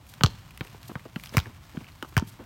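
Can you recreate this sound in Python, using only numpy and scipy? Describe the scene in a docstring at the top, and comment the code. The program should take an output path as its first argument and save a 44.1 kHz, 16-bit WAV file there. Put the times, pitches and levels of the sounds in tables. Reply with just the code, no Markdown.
"""A running step, and at 0.24 s a ball bounces close by in a yard: a sharp slap on a falling thump.
More steps and scuffs follow, with swishing clothes and dry leaves crackling underfoot.
The ball bounces again at 1.37 s and, two steps later, at 2.17 s, when the air in it rings loudest.
A last step and scuff end the run. All along, house and trees answer faintly over a low rumble of air."""
import sys
import numpy as np
from scipy import signal
from scipy.fft import rfft, irfft, next_fast_len
from scipy.io import wavfile
from scipy.ndimage import uniform_filter1d, map_coordinates

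SR = 44100
rng = np.random.default_rng(int(sys.argv[2]) if len(sys.argv) > 2 else 0)


def digitize_waveform(pressure):
    """Quantize a signal to 16-bit integers and store it at the path in sys.argv[1].

    Rows of a 2-D input are taken as channels; values are limited to [-1, 1].
    """
    field = np.atleast_2d(pressure).T
    bounded = np.clip(field, -1, 1)
    quanta = np.round(bounded * 32767).astype(np.int16)
    wavfile.write(sys.argv[1], SR, quanta)


N = 108045
T = np.arange(SR // 4) / SR  # seconds within one short sound

# A fade time (t60) is how long a sound takes to drop by 60 dB.
# The ball's body. Each row: start in seconds, thump level in dB, starting pitch in Hz,
# fade time in seconds, boost of the ringing air inside in dB.
BOUNCE_THUMPS = [(0.2377, -11, 216, 0.056, -0.5), (1.3713, -13.5, 204, 0.055, -7),
                 (2.1691, -14.5, 205, 0.057, 4.5)]
# The air inside the ball. 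Each row: pitch in Hz, level in dB, fade time in seconds.
BALL_AIR_TONES = [(391, -37, 0.108), (750, -35, 0.04), (906, -40, .2), (1087, -41, 0.068),
                  (1340, -54, 0.03), (1783, -38.5, 0.12)]
# The ball's skin. Each row: start in seconds, hollow knock in Hz and dB, bright smack in Hz and dB,
# crack in dB, fizz in dB.
SKIN_SLAPS = [(0.2359, 1160, -15.5, 4070, -6, -3.5, -34), (.2462, 1300, -11.5, 3600, -40, -46, -44),
              (0.2616, 1080, -29, 4510, -12.5, -18, -49), (1.3696, 1110, -11, 2290, -7.5, -11, -14.5),
              (1.3807, 1390, -12, 2390, -11.5, -16.5, -22), (1.39, 1360, -40, 4070, -24, -21, -32),
              (1.4005, 1440, -32, 4060, -23, -26, -33), (2.026, 970, -27.5, 2020, -55, -29, -32.5),
              (2.1674, 1506, -7, 2920, -14, -17, -23.5), (2.1782, 1020, -15, 2700, -19, -13, -23),
              (2.186, 1690, -31, 3240, -19, -28, -45), (2.197, 950, -26, 2770, -36, -26, -45)]
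# Footfalls. Each row: start in seconds, tap in dB and Hz, clop in dB, click in dB,
# thud in dB and Hz, delay of the thud in seconds.
FOOTFALLS = [(0.2097, -24.5, 1550, -21.5, -21.5, -23.5, 173, 0.0051),
             (0.609, -30, 1410, -27, -19.5, -25, 172, 0.0034),
             (0.9548, -27, 1510, -25, -27.5, -25.5, 178, 0.0038),
             (1.1601, -28, 1290, -31.5, -23.5, -23.5, 228, 0.00345),
             (1.7711, -35, 1485, -54, -34, -23, 227, 0.00332),
             (2.0260, -24.5, 1300, -24.5, -24.5, -31, 350, 0.0029),
             (2.2226, -39, 1210, -43, -42, -20.5, 253, 0.0014)]
# Brushing shoes. Each row: start in seconds, level in dB, length in seconds, low bump in dB.
SHOE_SCUFFS = [(0.267, -38, 0.0067, -25), (0.651, -47.5, 0.0091, -46), (.745, -43.5, 0.0053, -43),
               (0.892, -41, 0.017, -43), (0.913, -38, 0.0068, -28), (1.053, -42, 0.013, -47),
               (1.322, -48, 0.01, -37), (1.340, -34, 0.0033, -48), (1.346, -28.5, 0.006, -23),
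               (1.457, -46.5, 0.026, -40), (1.493, -49.5, .012, -42.5), (1.744, -47.5, 0.021, -44.5),
               (1.805, -48.5, .015, -41.5), (2.046, -46.5, 0.0086, -48), (2.122, -49.5, 0.01, -42),
               (2.39, -45.5, 0.036, -45.5)]
# Leaves and twigs breaking. Each row: start in seconds, click in dB, crinkle in Hz and dB.
LEAF_SNAPS = [(0.0675, -43, 6060, -61), (0.1388, -34.5, 3740, -39), (0.508, -40, 2420, -41.5),
              (0.5756, -31.5, 2760, -42), (.649, -45, 1820, -38), (.672, -39, 2610, -38.5),
              (0.8303, -37.5, 4480, -40.5), (0.854, -45, 3400, -44), (0.896, -45, 870, -36),
              (.995, -48, 2270, -38.5), (1.198, -34, 2400, -36), (1.2369, -26, 2720, -27),
              (1.259, -32.5, 4800, -34), (1.272, -37.5, 3100, -35), (1.293, -46, 5200, -35),
              (1.34, -31, 1730, -35), (1.458, -52, 1600, -29.5), (1.806, -48, 2400, -42),
              (1.844, -59, 2610, -35.5), (1.868, -64, 2650, -39), (1.885, -63, 2580, -39.5),
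              (1.920, -50, 4150, -46), (2.047, -65, 1260, -32), (2.2752, -39, 3300, -41)]
# The rustle of leaves. Each row: time in seconds, relative level in dB.
RUSTLE_LEVELS = [(0.0, -70), (0.12, -63.5), (0.29, -60.5), (0.47, -62), (0.61, -61), (1.17, -63),
                 (1.31, -57.5), (1.38, -55.5), (1.57, -63.5), (1.85, -60), (1.98, -64.5), (2.45, -63.5)]
# Swishing clothes. Each row: middle in seconds, level in dB, half length in seconds.
CLOTH_SWISHES = [(0.102, -55.5, 0.026), (0.658, -56, .02), (0.897, -53.5, .025), (1.213, -51.5, 0.035),
                 (1.348, -57.5, 0.02), (2.09, -60, 0.03), (2.3, -54.5, 0.022)]
# The yard's echo. Each row: frequency in Hz, fade time in seconds.
ECHO_FADE_TIMES = [(100, 0.75), (500, 0.4), (3000, 0.92), (6000, 0.97), (14000, 0.52)]

# Tone shapes make a sound dull or bright. Each row: frequency in Hz, boost or cut in dB.
CRACK_TONE = [(150, -32), (450, 0), (800, 5.5), (1500, 6.5), (2000, -18), (3000, 3.5), (4200, -2),
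              (5500, -0.5), (7200, -4), (8500, -11.5), (16000, -21)]
FIZZ_TONE = [(2000, -22.5), (4700, 16), (6500, 8.5), (8500, 7.5), (12500, 8), (15000, 8), (16000, 6)]
CLICK_TONE = [(200, -3.5), (500, 5), (900, -17), (2000, -5), (3200, -2.5), (5000, -20), (7500, -34),
              (16000, -27)]
CLOP_TONE = [(100, 11), (400, -12), (850, 5.5), (1300, 7), (3000, -99), (16000, -21)]  # the hollow of the sole
SCUFF_TONE = [(100, -36), (300, 13), (500, 6.5), (1000, 3), (1600, -4.5), (3000, -12.5), (6000, -29),
              (16000, -31)]
BUMP_TONE = [(30, -38), (70, 15.5), (130, -2), (250, 10), (450, -33), (1000, -48)]
SNAP_TONE = [(300, -14.5), (1200, 3.5), (2600, 10.5), (4500, -5.5), (7000, -9), (10000, -1), (16000, -6.5)]
RUSTLE_TONE = [(300, -3), (1200, 5.5), (2700, 2.5), (5000, -3), (8500, -8), (16000, -11)]
CLOTH_TONE = [(1000, -19), (3500, -2), (7500, -4), (13000, -1.5), (16000, -12)]
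TREE_TONE = [(60, 3.5), (150, 6.5), (500, 3), (1200, -7), (2200, -1), (4000, -3), (8000, -5.5),
             (16000, -13)]
WALL_TONE = [(80, 0), (200, -1), (400, 10.5), (1200, -2), (4000, 5), (16000, -2)]
AIR_TONE = [(25, -8), (60, 3), (120, 5.5), (200, -6.5), (300, -10.5), (450, -22.5), (640, -17.5),
            (1020, -14), (1790, -27), (3000, -25.5), (5500, -30.5), (16000, -35)]
MICROPHONE_TONE = [(20, -13), (31, -25), (42, 2), (55, 1), (8800, -0.5), (10200, -4), (11800, 0)]


def ball():
    """The body thumps, grit scatters and the air inside rings; the skin slaps the ground or a hand."""
    out = np.zeros(N)
    for start, db, hz, t60, ring_db in BOUNCE_THUMPS:
        add(out, start, amp(db) * thump(hz, end_hz=70.4, sag_s=0.008, hold_s=0.012, t60=t60))
        add(out, start, amp(-31) * fade(0.035) * noise(SNAP_TONE, len(T)))  # grit
        for air_hz, air_db, air_t60 in BALL_AIR_TONES:
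            add(out, start, amp(air_db + ring_db) * ring(air_hz, air_t60, rough=0.07))
    for start, knock_hz, knock_db, smack_hz, smack_db, crack_db, fizz_db in SKIN_SLAPS:
        knock = amp(knock_db) * ring(knock_hz, t60=0.011, rough=0.64)
        smack = amp(smack_db) * ring(smack_hz, t60=0.0066, rough=1.0)
        crack = amp(crack_db) * burst(CRACK_TONE, t60=0.021, spike=1.1)
        fizz = amp(fizz_db) * burst(FIZZ_TONE, t60=0.021, spike=0.86)
        add(out, start, knock - smack + crack + fizz)
    return out


def steps():
    """The sole taps, then the weight lands with a thud."""
    out = np.zeros(N)
    for start, tap_db, tap_hz, clop_db, click_db, thud_db, thud_hz, delay in FOOTFALLS:
        tap = amp(tap_db) * ring(tap_hz, t60=0.024, rough=1.0)
        click = amp(click_db) * burst(CLICK_TONE, t60=0.021, spike=0.99)
        clop = amp(clop_db) * burst(CLOP_TONE, t60=0.09, spike=0.64)
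        thud = amp(thud_db) * thump(thud_hz, 0.51 * thud_hz, sag_s=0.011, hold_s=0.0035, t60=0.024)
        add(out, start, tap + click + clop)
        add(out, start + delay, thud)
    return out


def scuffs():
    """Shoes brush the ground: a grainy swish over a low bump."""
    out = np.zeros(N)
    for start, db, length, bump_db in SHOE_SCUFFS:
        grit, grain_size = rng.standard_normal((2, len(T)))
        swish = amp(db) * unit(colour(grit * amp(2.1 * grain_size), SCUFF_TONE))
        bump = amp(bump_db) * noise(BUMP_TONE, len(T))
        age = T / (0.34 * length)  # loudest when this reaches 1
        add(out, start, (swish + bump) * age * np.exp(1 - age))
    return out


def leaves():
    """Dry leaves and twigs snap and crinkle over clumps of tiny crackles."""
    out = np.zeros(N)
    for start, db, hz, crinkle_db in LEAF_SNAPS:
        click = amp(db) * burst(SNAP_TONE, t60=0.016, spike=0.99)
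        crinkle = amp(crinkle_db) * ring(hz, t60=0.012, rough=1.0)
        add(out, start, click + crinkle)
    grains = unit(ticks(N, per_second=900)) + 0.93 * rng.standard_normal(N)
    clumps = amp(2.2 * wobble(per_second=70))
    crackle = unit(colour(grains, RUSTLE_TONE) * clumps)
    rustle_db = 5 + np.interp(np.arange(N) / SR, *np.transpose(RUSTLE_LEVELS))
    return out + amp(rustle_db) * crackle


def clothes():
    """Fabric rubs in short, fluttering swells."""
    t = np.arange(N) / SR
    swells = sum(amp(db) * np.exp(-0.5 * ((t - middle) / half) ** 2) for middle, db, half in CLOTH_SWISHES)
    flutter = amp(5 * wobble(per_second=120))
    return swells * unit(noise(CLOTH_TONE, N) * flutter)


def yard(x):
    """Walls send back weak early echoes, and trees add a thin tail."""
    hz, t, bands = signal.stft(rng.standard_normal(SR), SR, nperseg=256)
    bands = bands * fade(along(ECHO_FADE_TIMES, hz)[:, None], t)  # each band fades at its own speed
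    trees = signal.istft(bands, SR, nperseg=256)[1]
    trees = amp(-25) * colour(trees / np.linalg.norm(trees), TREE_TONE)
    walls = ticks(len(T), per_second=1200) * fade(0.2) * (T > 0.008)
    walls = amp(-20) * colour(walls / (np.linalg.norm(walls) + 1e-9), WALL_TONE)
    return signal.fftconvolve(x, trees)[:N] + signal.fftconvolve(x, walls)[:N]


def air():
    """The open air rumbles low and hisses faintly."""
    return amp(-51.5 + 0.27 * wobble(per_second=8.92)) * noise(AIR_TONE, N)


def thump(start_hz, end_hz, sag_s, hold_s, t60):
    """A low push whose pitch falls as the contact relaxes."""
    hz = end_hz + (start_hz - end_hz) * np.exp(-T / sag_s)
    rise = 1 - np.exp(-T / 0.00034)
    fall = fade(t60, np.maximum(T - hold_s, 0))
    return np.sin(2 * np.pi * np.cumsum(hz) / SR) * rise * fall


def ring(hz, t60, rough):
    """A fading tone that wanders more the rougher it is."""
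    drift = rough * np.cumsum(rng.standard_normal(len(T))) * np.sqrt(hz / SR)
    drift = uniform_filter1d(drift, int(SR / hz))  # smooth over one cycle
    rise = 1 - np.exp(-4 * hz * T)
    return np.sin(2 * np.pi * hz * T + drift - drift[0]) * rise * fade(t60)


def burst(tone, t60, spike):
    """A hit: one pressure spike and a dying spray of noise."""
    x = rng.standard_normal(len(T)) * fade(t60)
    x /= np.linalg.norm(x)
    x[0] -= spike
    x = colour(x, tone)
    return x / np.linalg.norm(x) * np.sqrt(SR * 0.00034)  # the energy of a full-level 0.34 ms click


def noise(tone, n):
    """Steady noise with a tone shape."""
    return unit(colour(rng.standard_normal(n), tone))


def ticks(n, per_second):
    """Tiny clicks of random size at random times."""
    return (rng.random(n) < per_second / SR) * rng.standard_normal(n)


def wobble(per_second):
    """A smooth curve through random points."""
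    return map_coordinates(rng.standard_normal(N // 100), [np.arange(N) * per_second / SR], mode="mirror")


def colour(x, tone):
    """Filter x with a tone shape."""
    size = 2 * next_fast_len(len(x))
    gain = amp(along(tone, np.fft.rfftfreq(size, 1 / SR)))
    cepstrum = irfft(np.log(gain), size)
    # Fold the filter forward in time, so nothing sounds before a hit.
    cepstrum[1:size // 2] *= 2
    cepstrum[size // 2 + 1:] = 0
    return irfft(rfft(x, size) * np.exp(rfft(cepstrum)), size)[:len(x)]


def along(points, hz):
    """Read between a table's rows on a log frequency scale."""
    row_hz, values = np.transpose(points)
    return np.interp(np.log(hz + 1), np.log(row_hz + 1), values)


def fade(t60, t=T):
    """Die away by 60 dB every t60 seconds."""
    return np.exp(-np.log(1000) * t / t60)


def amp(db):
    """Turn decibels into a gain."""
    return 10 ** (np.asarray(db) / 20)


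def unit(x):
    """Scale to an average (rms) level of 1."""
    return x / np.sqrt(np.mean(x ** 2) + 1e-20)


def add(out, start, x):
    """Mix x into out from start seconds on."""
    part = out[round(start * SR):][:len(x)]
    part += x[:len(part)]


def scene():
    """The close sounds, their echo and the open air, in one channel."""
    near = ball() + steps() + scuffs() + leaves() + clothes()
    return (near + yard(near) + air())[None]


def record(dry):
    """A small microphone colours the sound; the recorder clips peaks and keeps only what is below 16 kHz."""
    clipped = np.clip(colour(dry[0], MICROPHONE_TONE)[None], -1, 1)
    size = next_fast_len(N + SR // 2)
    kept = np.fft.rfftfreq(size, 1 / SR) < 16000
    return irfft(rfft(clipped, size) * kept, size)[..., :N]


dry = scene()
out = record(dry)
digitize_waveform(out)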